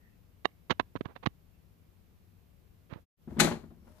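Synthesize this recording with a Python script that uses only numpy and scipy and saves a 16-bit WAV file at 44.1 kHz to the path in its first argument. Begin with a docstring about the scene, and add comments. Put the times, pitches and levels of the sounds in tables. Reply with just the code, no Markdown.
"""Opening an air fryer drawer

In a quiet kitchen, fingers tap and scuff a hand-held camera right at its right microphone port.
After a short dropout to silence, an air fryer drawer is tugged: it knocks in its housing, the catch
snaps free, the metal basket rings, and the drawer slides out with a faint rumble."""
import sys
import numpy as np
from scipy import signal
from scipy.fft import rfft, irfft
from scipy.io import wavfile

SR = 44100
rng = np.random.default_rng(int(sys.argv[2]) if len(sys.argv) > 2 else 0)


def output_pcm(signal):
    """Save a mono or channel-first signal as 16-bit PCM at the path in sys.argv[1].

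    Samples are clipped to [-1, 1] before scaling.
    """
    pcm = np.clip(np.atleast_2d(signal).T, -1, 1) * 32767
    wavfile.write(sys.argv[1], SR, np.round(pcm).astype(np.int16))


N = 176400
TIME = np.arange(N) / SR


def amp(db):
    """Decibels to gain."""
    return 10 ** (np.asarray(db) / 20)


def unit(x):
    """Scales to rms 1."""
    return x / np.sqrt(np.mean(x ** 2) + 1e-20)


def decay(t, t60):
    """An envelope that falls 60 dB in t60 seconds."""
    return np.exp(-np.log(1000) * t / t60)


def read(curve, hz):
    """Reads a curve on a log-frequency axis."""
    freqs, values = np.transpose(curve)
    return np.interp(np.log(hz + 1), np.log(freqs + 1), values)


def add(mix, start, sound):
    """Mixes a sound in at a start time in seconds."""
    part = mix[..., max(round(start * SR), 0):][..., :sound.shape[-1]]
    part += sound[..., :part.shape[-1]]


def colour(x, curve, keep_power=False, size=4096):
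    """Minimum-phase EQ; with keep_power only the curve's shape counts."""
    log_gain = np.log(amp(read(curve, abs(np.fft.fftfreq(size, 1 / SR)))))
    response = np.exp(np.conj(signal.hilbert(log_gain)))
    kernel = np.fft.ifft(response).real[:size // 2]
    if keep_power:
        kernel = kernel / np.linalg.norm(kernel)
    return signal.oaconvolve(x, kernel if x.ndim == 1 else kernel[None], axes=-1)[..., :N]


def pair(x, likeness):
    """Makes two unrelated channels partly alike, band by band."""
    left, right = rfft(x)
    shared = np.clip(read(likeness, np.fft.rfftfreq(N, 1 / SR)), -1, 1)
    return irfft([left, shared * left + np.sqrt(1 - shared ** 2) * right], N)


def soften(x, hz):
    """Two gentle one-pole low-passes in a row."""
    pole = np.exp(-2 * np.pi * hz / SR)
    return signal.lfilter([(1 - pole) ** 2], [1, -2 * pole, pole ** 2], x)


def wander(shape, hz):
    """Smooth random motion at rms 1, mostly slower than hz."""
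    return unit(soften(rng.standard_normal(shape), hz))


def ring(modes, t, ratio=1):
    """Dying modes after one blow."""
    return sum(amp(db) * decay(t, t60) * np.sin(2 * np.pi * hz * ratio * t) for hz, db, t60 in modes)


def burst(t60, room_db, room_t60, rise_s):
    """Clumpy contact noise that dies fast, then the room's slower answer."""
    t = TIME[:SR // 2]
    clumps = unit(amp(2.5 * wander(len(t), hz=250)))
    level = np.hypot(clumps * decay(t, t60), amp(room_db) * decay(t, room_t60))
    attack = 1 - np.exp(-t / rise_s)
    return level * attack * rng.standard_normal((2, len(t)))


# Tone of the room bed. Each row: frequency in Hz, relative level in dB.
ROOM_EQ = [(15, -35.5), (25, -8), (99, -2.5), (129, -12), (164, -6), (246, -16), (495, -22), (537, -24),
           (598, -25.5), (1710, -34), (2630, -34), (3170, -36.5), (9050, -44), (13200, -35), (15500, -41)]
# Its lean to one side. 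Each row: frequency in Hz, left over right in dB.
ROOM_BALANCE = [(60, 9.5), (240, 2.5), (950, 0.5), (3770, -2.5), (15000, 0.5)]
# Its stereo width. Each row: frequency in Hz, left-right likeness from 0 to 1.
ROOM_LIKENESS = [(60, 0.56), (240, 0.35), (950, 0), (3770, 0.11), (15000, 0.059)]


def room_tone():
    """A wide bed of low kitchen rumble and microphone hiss."""
    noise = pair(rng.standard_normal((2, N)), ROOM_LIKENESS)
    bed = amp(-62) * colour(noise, ROOM_EQ, keep_power=True)
    lean_db = read(ROOM_BALANCE, np.fft.rfftfreq(N, 1 / SR)) / 2
    return irfft(rfft(bed) * amp([lean_db, -lean_db]), N)


# Faint, far whistles. Each row: start in seconds, length in seconds, pitch in Hz, level in dB.
WHISTLES = [(0, 0.18, 1870, -69.5), (0.088, 0.13, 2620, -79), (.46, 0.18, 2220, -78),
            (1.53, 0.063, 2660, -78)]


def whistles(width_hz=200):
    """Breathy, narrow bands of noise that swell quickly and fade."""
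    out, t = np.zeros((2, N)), TIME[:SR]
    for start, length, hz, db in WHISTLES:
        swell = np.sin(np.pi * np.sqrt(np.minimum(t / length, 1)))
        waver = wander((2, SR), width_hz / 2)
        add(out, start, amp(db) * swell * waver * np.sin(2 * np.pi * hz * t))
    return out


# Skin scuffs. Each row: start in seconds, length in seconds, level in dB, slip cut-off in Hz.
SCUFFS = [(0.446, 0.019, -29, 3000), (0.697, 0.0087, -28.5, 1980), (0.702, 0.022, -18.5, 3500),
          (0.714, 0.02, -30, 2150), (0.794, 0.025, -30, 1840), (0.955, 0.025, -38.5, 1770),
          (1.007, 0.013, -36.5, 1470), (1.048, 0.027, -40.5, 1590), (1.068, 0.088, -52.5, 1200),
          (1.152, 0.033, -46.5, 2180), (1.226, 0.028, -41.5, 1920), (1.257, 0.014, -24.5, 2570),
          (2.892, 0.092, -48, 1700), (2.936, 0.088, -56, 1200)]


def finger_scuffs(slips_per_s=4900, rub_db=-4.5):
    """Skin drags over the casing in a run of tiny slips, with a dull rub underneath."""
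    out, t = np.zeros(N), TIME[:SR // 10]
    for start, length, db, cutoff_hz in SCUFFS:
        slips = rng.choice([-1, 1], len(t)) * (rng.random(len(t)) < slips_per_s / SR)
        grit = unit(soften(slips, cutoff_hz))
        rub = amp(rub_db) * wander(len(t), hz=250)
        stroke = np.sin(np.pi * np.minimum(t / length, 1) ** 0.64) ** 2  # peaks early
        add(out, start, amp(db) * stroke * unit(grit + rub))
    return out


# Taps on the camera. Each row: start in seconds, level in dB, cut-off in Hz,
# casing ring against the tick in dB, pitch ratio of the ring.
TAPS = [(0.4553, -10.5, 5470, -1.5, 0.96), (0.7055, -18, 2980, -3.5, .85), (0.7983, -13.5, 3000, 0, 0.88),
        (.961, -22.5, 1500, -11.5, 0.776), (1.0103, -24, 1310, -5.5, 0.88), (1.0565, -26, 1710, -7, 0.873),
        (1.163, -34, 2000, 1.5, 0.914), (1.2616, -13.5, 4500, -40, 1), (1.2635, -7.5, 2700, -16.5, 0.56),
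        (1.2708, -17, 2970, -7, 0.97), (2.9, -42.5, 2500, -21, 1), (2.935, -31, 2530, -21, 0.9),
        (2.938, -27.5, 1970, -28, 0.45)]
# Ring of the casing. Each row: frequency in Hz, relative level in dB, 60 dB decay time in seconds.
CASING_MODES = [(465, -10.5, 0.016), (821, -4.5, 0.014), (1200, -1.5, 0.012), (1882, 2, 0.0089),
                (2330, -15.5, 0.011), (2930, -6.5, .017), (3910, -8, .016), (4510, -13, .012),
                (6800, -14.5, .012)]


def finger_taps():
    """Each tap is a tick, rounded by the give of skin, and a short ring of the casing."""
    out, t = np.zeros(N), TIME[:SR // 10]
    for start, db, cutoff_hz, ring_db, ratio in TAPS:
        tick = soften(signal.unit_impulse(len(t)), cutoff_hz)
        casing = soften(ring(CASING_MODES, t, ratio), 2 * cutoff_hz)
        add(out, start, amp(db) * (tick / tick.max() - amp(ring_db) * casing))
    return out


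# Soft fingertip presses. Each row: start in seconds, level in dB, pulse width in seconds.
PRESSES = [(0.705, -26, 0.0023), (.722, -24.5, .0018), (.804, -26, 0.0023), (.829, -46, 0.00086),
           (0.9546, -19, 0.00049), (0.9605, -20.5, 0.0017), (1.0095, -16, 0.00062), (1.058, -20, 0.0015),
           (1.2709, -8.5, 0.0013), (2.9262, -20.5, 0.0017), (2.9597, -24.5, 0.0021)]


def finger_presses():
    """A fingertip pushes on the casing: one low, heavily damped bump."""
    out = np.zeros(N)
    for start, db, width in PRESSES:
        phase = TIME[:SR // 10] / width
        add(out, start, -2 * amp(db) * np.sin(phase) * np.exp(-0.7 * phase))
    return out


# Tone of the path through the casing. Each row: frequency in Hz, gain in dB.
CASING_EQ = [(30, -29), (90, -6), (250, 2), (1000, 3), (2000, 0), (4000, -1), (5200, -11), (6500, -10.5),
             (8500, -33.5), (12000, -17), (16000, -34)]


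def through_casing(handling, room_db=-35.5):
    """The casing carries touches to the right port, with a little room; the left gets a dull trace."""
    close = colour(handling, CASING_EQ)
    tail = decay(TIME[:SR // 4], t60=0.2) * rng.standard_normal(SR // 4)
    reverb = amp(room_db) * signal.oaconvolve(close, tail / np.linalg.norm(tail))[:N]
    return np.array([amp(-39.5) * soften(close, hz=900), close + reverb])


# Stereo width of rumble, clacks and cracks. Each row: frequency in Hz, left-right likeness from 0 to 1.
FRYER_LIKENESS = [(60, .85), (250, 0.71), (700, 0.25), (2000, .6), (6000, .5), (15000, .3)]
# Fader ride of the rumble. Each row: time in seconds, level in dB.
RUMBLE_RIDE = [(3.26, -78), (3.3, -45), (3.46, -44), (3.6, -48.5), (3.75, -63.5), (3.85, -58.5),
               (3.92, -57), (4, -67.5)]
# Tone of the rumble and of the swish. Each row: frequency in Hz, relative level in dB.
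RUMBLE_EQ = [(25, -9.5), (75, 7.5), (115, -7.5), (190, -1), (400, -17), (1000, -24), (2500, -37.5),
             (6000, -42), (15000, -47.5)]
SWISH_EQ = [(100, -4), (1000, 7), (2200, -5.5), (3500, -6), (7500, -6.5), (9000, -12), (10200, -2.5),
            (15000, -18)]
# Thin ring of the moving basket and hum of the runners.
# Each row: start in seconds, pitch in Hz, width of the pitch waver in Hz, level in dB.
SLIDE_TONES = [(3.79, 5486, 22, -85), (3.865, 608, 14.5, -69)]


def drawer_slide(free_s=3.82, swish_rise_s=0.086, swish_db=-67, tone_rise_s=0.011):
    """The drawer rumbles on its runners, then swishes and hums once it moves freely."""
    low, high = rng.standard_normal((2, 2, N))
    times, levels_db = np.transpose(RUMBLE_RIDE)
    ride = amp(np.interp(TIME, times, levels_db)) * (TIME > times[0])
    rumble = ride * colour(pair(low, FRYER_LIKENESS), RUMBLE_EQ, keep_power=True)
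    swish = colour(high, SWISH_EQ, keep_power=True) * np.clip((TIME - free_s) / swish_rise_s, 0, 1)
    grain = unit(amp(2.5 * wander(N, hz=69.6)))
    out = rumble + amp(swish_db) * grain * swish
    attack = np.minimum(TIME[:SR] / tone_rise_s, 1)
    for start, hz, width_hz, db in SLIDE_TONES:
        pitch = hz + width_hz / 2 * wander(SR, hz=30)
        tone = unit(np.sin(2 * np.pi * np.cumsum(pitch) / SR))
        add(out, start, amp(db) * attack * tone)
    return out


# The drawer knocks in its housing. Each row: start in seconds, thump level in dB, clack level in dB.
KNOCKS = [(3.275, -35, -46.5), (3.306, -56, -46.5), (3.321, -36, -49), (3.366, -30, -38.5),
          (3.384, -24, -30), (3.409, -20.5, -20), (3.428, -25, -23), (3.445, -21.5, -22), (3.469, -27, -23),
          (3.510, -28, -25), (3.527, -30, -36), (3.567, -40, -51), (3.634, -42.5, -48.5), (3.659, -48, -68),
          (3.703, -56.5, -50), (3.721, -49, -61), (3.77, -51.5, -65.5), (3.822, -56, -71),
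          (3.869, -54, -49), (3.904, -53.5, -67.5)]
# Its hollow body. Each row: frequency in Hz, relative level in dB, 60 dB decay time in seconds.
DRAWER_MODES = [(76, -20, 0.22), (165, -3.5, .2), (211, -1.5, .12), (228.5, -1, 0.14), (332.8, -9.5, 0.14),
                (349.4, -13, 0.17), (514, -21, .12), (944, -29.5, .1)]
# Tone of the plastic clack. Each row: frequency in Hz, relative level in dB.
CLACK_EQ = [(40, -6.5), (120, -5), (300, 0.5), (650, 0), (1200, -6.5), (2400, -14.5), (4500, -19.5),
            (8000, -32), (15000, -42)]


def drawer_knocks(thump_rise_s=0.002, hard_db=-24.5, db_per_octave=13.5):
    """Each knock thumps the hollow drawer and clacks plastic on plastic, brighter when harder."""
    thumps, clacks, t = np.zeros(N), np.zeros((2, N)), TIME[:SR]
    body = ring(DRAWER_MODES, t) * (1 - np.exp(-t / thump_rise_s))
    for start, thump_db, clack_db in KNOCKS:
        add(thumps, start, amp(thump_db) * body)
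        cutoff_hz = 7000 * 2 ** ((clack_db - hard_db) / db_per_octave)
        clack = burst(t60=0.077, room_db=-11, room_t60=0.26, rise_s=0.003)
        add(clacks, start, amp(clack_db) * soften(clack, cutoff_hz))
    return thumps + colour(pair(clacks, FRYER_LIKENESS), CLACK_EQ, keep_power=True)


# The catch lets go and rebounds. Each row: start in seconds, level in dB.
SNAPS = [(3.3922, -31), (3.3989, -13.5), (3.4019, -12.5), (3.4116, -24.5), (3.4439, -27.5)]
# Bright tone of the snap. Each row: frequency in Hz, relative level in dB.
SNAP_EQ = [(60, -25), (300, -13.5), (900, -12.5), (1300, -3), (2300, 0), (2900, -6), (4100, 0.5),
           (5200, -9.5), (6600, -3.5), (9000, -12.5), (11000, -10), (15000, -25.5)]
# The metal basket. Each row: frequency in Hz, relative level in dB, 60 dB decay time in seconds.
BASKET_MODES = [(828, -7, .33), (1472, 0, .065), (1515, 1, .07), (1789, -10, .12), (2125, -11, .2),
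                (2281, -7, .1), (2510, -14, .23), (3965, -16, .3), (4212, -10, .27), (4323, -19, .36),
                (6141, -15, .23), (6966, -10, .13), (7785, -11, .22), (8005, -17, .22)]


def catch_snap(basket_db=-21, dip_db=-1.5, dip_s=0.0068):
    """The spring catch cracks free and sets the metal basket ringing."""
    cracks, basket = np.zeros((2, N)), np.zeros(N)
    for start, db in SNAPS:
        add(cracks, start, amp(db) * burst(t60=0.051, room_db=-10.5, room_t60=0.27, rise_s=0.0002))
    release_s = SNAPS[1][0]  # the first loud crack
    add(basket, release_s, amp(basket_db) * ring(BASKET_MODES, TIME[:SR]))
    left, right = basket + colour(pair(cracks, FRYER_LIKENESS), SNAP_EQ, keep_power=True)
    dip = amp(dip_db * np.exp(-abs(TIME - release_s) / dip_s))
    return np.array([left, right * dip])


# Muffling of the fryer at the half-covered right port. Each row: frequency in Hz, gain in dB.
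COVERED_PORT_EQ = [(60, -11), (180, -7), (380, -0.5), (800, -5), (2200, -5), (2900, -13.5), (4200, -13),
                   (5000, -18), (6500, -28), (8500, -39), (15000, -41)]


def scene():
    """Room bed, fingers close on the right, and the fryer clear on the left but muffled on the right."""
    bed = room_tone() + whistles()
    fingers = through_casing(finger_scuffs() + finger_taps() + finger_presses())
    left, right = drawer_slide() + drawer_knocks() + catch_snap()
    return bed + fingers + np.array([left, colour(right, COVERED_PORT_EQ)])


def record(dry):
    """The mix fades briefly to silence before the tug, and the very top is rolled off."""
    mute_s, fade_out_s, reopen_s, fade_in_s = 3.055, 0.035, 3.167, 0.059
    fade_out = np.clip((mute_s - TIME) / fade_out_s, 0, 1)
    fade_in = np.clip((TIME - reopen_s) / fade_in_s, 0, 1)
    low_pass = signal.firwin(511, cutoff=15500, window=("kaiser", 9), fs=SR)
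    return signal.oaconvolve(dry * (fade_out + fade_in), low_pass[None], "same")


dry = scene()
out = record(dry)
output_pcm(out)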